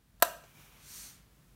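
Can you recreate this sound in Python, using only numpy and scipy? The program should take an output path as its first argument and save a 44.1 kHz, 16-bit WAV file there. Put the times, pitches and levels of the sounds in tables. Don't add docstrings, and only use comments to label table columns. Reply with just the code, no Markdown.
import sys
import numpy as np
from scipy import signal
from scipy.fft import rfft, irfft
from scipy.io import wavfile

SR = 44100
rng = np.random.default_rng(int(sys.argv[2]) if len(sys.argv) > 2 else 0)


def wav_out(sig):
    wavfile.write(sys.argv[1], SR, np.round(np.clip(np.atleast_2d(sig).T, -1, 1) * 32767).astype(np.int16))


N = 68355
T = np.arange(N) / SR
FREQS = np.fft.rfftfreq(N, 1 / SR)
CONTACT_S = 0.00044


def amp(db):
    return 10 ** (np.asarray(db) / 20)


def unit(x):
    return x / np.sqrt(np.mean(x ** 2) + 1e-20)


def curve_at(points, hz):
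    f, value = np.transpose(points)
    return np.interp(np.log(hz + 1), np.log(f + 1), value)


def noise(spectrum):
    return unit(irfft(rfft(rng.standard_normal(N)) * amp(curve_at(spectrum, FREQS)), N))


def drift(rate_hz):
    return unit(irfft(rfft(rng.standard_normal(N)) * np.exp(-(FREQS / rate_hz) ** 2), N))


# f/Hz, relative spectral level/dB
AIR_SPECTRUM = [(20, -18.5), (35, -13.5), (55, -2), (85, -5), (135, 0), (200, -6.5), (300, -15), (600, -21),
                (1400, -23), (3000, -26.5), (7000, -29.5), (16000, -29.5)]

def background():
    air_db = -63 - 5.5 * np.clip(1 - T / 0.4, 0, 1)
    air = amp(air_db) * noise(AIR_SPECTRUM)
    hum_hz, depth = 49.5, 0.83
    phase = 2 * np.pi * hum_hz * T
    hum = (1 + depth * drift(6.4)) * np.sin(phase) + depth * drift(9.1) * np.cos(phase)
    return air + amp(-66) * unit(hum)


def impact(start, t60):
    age = np.maximum(T - start, 0)
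    return np.minimum(age / CONTACT_S, 1) * amp(-60 * age / t60)


def pulse(at, hz, db, tau):
    return amp(db) * np.exp(-abs(T - at) / tau) * np.cos(2 * np.pi * hz * (T - at))


# t/s, ring level/dB, ring low-cut f/Hz, relative crack level/dB
ROCKER_IMPACTS = [(.2008, -43, 200, -38), (.2128, -45, 400, -42.5), (.2158, -44, 400, -48),
                  (.2212, -34.5, 497, -39.5), (0.2243, 2.5, 698, 3), (0.2275, 1.5, 477, -2)]
# f/Hz, relative level/dB, T60/s
PLATE_MODES = [(696, -13.5, .034), (1003, -19.5, .03), (1190, -37, 0.022), (1347, -22, .038),
               (1612, -24.5, .028), (1682, -30.5, .035), (1840, -31, 0.019), (2760, -39.5, .026),
               (3868, -28, .032), (4255, -29.5, 0.045), (6015, -33.5, 0.046), (7870, -37, .028),
               (10480, -34, 0.014)]
# f/Hz, relative spectral level/dB
CRACK_SPECTRUM = [(200, -26), (1500, -6), (2200, -6), (3000, -1.5), (4500, 0), (5500, -2.5), (9000, 1),
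                  (12500, 1), (14500, 1.5), (16000, -5.5)]
# f/Hz, level/dB, time constant/s
CONTACT_TICK = (12800, -7, .00031)
# f/Hz, level/dB, time constant/s
BOX_THUD = (592, -19.5, 0.00092)

def switch():
    snap_s, stop_s, crack_lead_s = 0.2247, 0.2275, 0.00076
    blows = np.zeros(N)
    for at, ring_db, cut_hz, crack_db in ROCKER_IMPACTS:
        ring = sum(amp(db) * impact(at - CONTACT_S, t60) * np.cos(2 * np.pi * hz * (T - at))
                   for hz, db, t60 in PLATE_MODES)
        low_cut = FREQS ** 2 / (FREQS ** 2 + cut_hz ** 2)
        blows += amp(ring_db) * irfft(rfft(ring) * low_cut, N)
        blows += amp(crack_db - 18) * impact(at - crack_lead_s, t60=0.027) * noise(CRACK_SPECTRUM)
    return blows + pulse(snap_s, *CONTACT_TICK) + pulse(stop_s, *BOX_THUD)


# delay t/s, relative level/dB
EARLY_REFLECTIONS = [(.006, -19), (.0245, -23.5), (.028, -26.5)]
# f/Hz, T60/s
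REVERB_TIMES = [(150, 0.83), (650, 0.38), (1500, 0.51), (3000, 0.45), (7000, 0.43), (12000, 0.37),
                (16000, 0.43)]
# f/Hz, relative level/dB
REVERB_LEVELS = [(150, -12.5), (400, -15), (610, -6), (720, -14), (1000, -15), (1500, -10.5), (1950, -19.5),
                 (2700, -8.5), (4000, -15.5), (6100, -10), (8000, -14), (11000, -12), (12700, -16.5),
                 (15000, -9)]

def room(source):
    hz, t, bands = signal.stft(rng.choice([-1., 1.], SR), SR, nperseg=256)
    t60 = curve_at(REVERB_TIMES, hz)[:, None]
    decay = amp(curve_at(REVERB_LEVELS, hz)[:, None] - 60 * t / t60)
    energy_norm = np.sqrt(2 * np.log(1000) / (t60 * SR))
    response = signal.istft(bands * decay * energy_norm, SR, nperseg=256)[1]
    tail_delay_s = 0.0074
    tail = np.interp(T - tail_delay_s, T, signal.fftconvolve(source, response)[:N])
    return tail + sum(amp(db) * np.roll(source, round(delay * SR)) for delay, db in EARLY_REFLECTIONS)


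# f/Hz, relative spectral level/dB
FINGER_SPECTRUM = [(150, -16), (500, 17.5), (2000, 2), (4000, 2), (7500, 1), (11000, -31), (16000, -23)]
# level/dB, T60/s
FINGER_TAP = (-55, 0.097)

def finger_lift():
    db, t60 = FINGER_TAP
    return amp(db) * impact(start=0.437, t60=t60) * noise(FINGER_SPECTRUM)


def friction(peak_s, rise_s, fall_s, db, spectrum, grain_db):
    width = np.where(T < peak_s, rise_s, fall_s)
    speed = np.exp(-0.5 * ((T - peak_s) / width) ** 2)
    return amp(db + grain_db * drift(rate_hz=250)) * speed ** 2 * noise(spectrum)


# peak t/s, speed rise width/s, speed fall width/s, level/dB
SLEEVE_RUBS = [(.49, 0.089, .05, -64.5), (0.621, 0.091, 0.098, -57.5), (.76, 0.076, 0.12, -62)]
# f/Hz, relative spectral level/dB
SLEEVE_SPECTRUM = [(200, 4.5), (500, -1), (1400, 2), (2000, -3), (2380, 8), (2650, 0.5), (3000, 1.5),
                   (4800, -8.5), (5800, -2.5), (8000, -8), (10500, -6.5), (12500, -3.5), (16000, -6)]

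def sleeve():
    return sum(friction(*rub, SLEEVE_SPECTRUM, grain_db=0.4) for rub in SLEEVE_RUBS)


# speed rise width/s, speed fall width/s, level/dB
SWISH_STROKE = (0.12, 0.13, -47)
BRUSH_STROKE = (0.23, 0.17, -59)
# f/Hz, relative spectral level/dB
SWISH_SPECTRUM = [(500, -28), (2000, -14), (3600, -11), (4400, -1.5), (4950, -7.5), (5800, 1), (6900, -2),
                  (7500, -3.5), (8050, -6), (9000, 0), (10200, -10), (11900, -3.5), (13500, -7.5),
                  (16000, -10)]
BRUSH_SPECTRUM = [(120, 4), (250, 2.5), (550, -6.5), (1400, 1.5), (2200, 1), (4000, -2), (9000, -20),
                  (16000, -37)]

def cloth_swish():
    swish_s, brush_s = 0.985, 1.01
    swish = friction(swish_s, *SWISH_STROKE, SWISH_SPECTRUM, grain_db=0.2)
    brush = friction(brush_s, *BRUSH_STROKE, BRUSH_SPECTRUM, grain_db=-0.1)
    return swish + brush


def scene():
    click = switch()
    return (click + room(click) + finger_lift() + sleeve() + cloth_swish() + background())[None]


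def record(dry):
    low_hz, high_hz = 39.93, 15850
    high_pass = signal.butter(2, low_hz, "high", fs=SR, output="sos")
    low_pass = signal.firwin(511, high_hz, window=("kaiser", 9), fs=SR)
    return signal.oaconvolve(signal.sosfilt(high_pass, dry), low_pass[None], "same")


dry = scene()
out = record(dry)
wav_out(out)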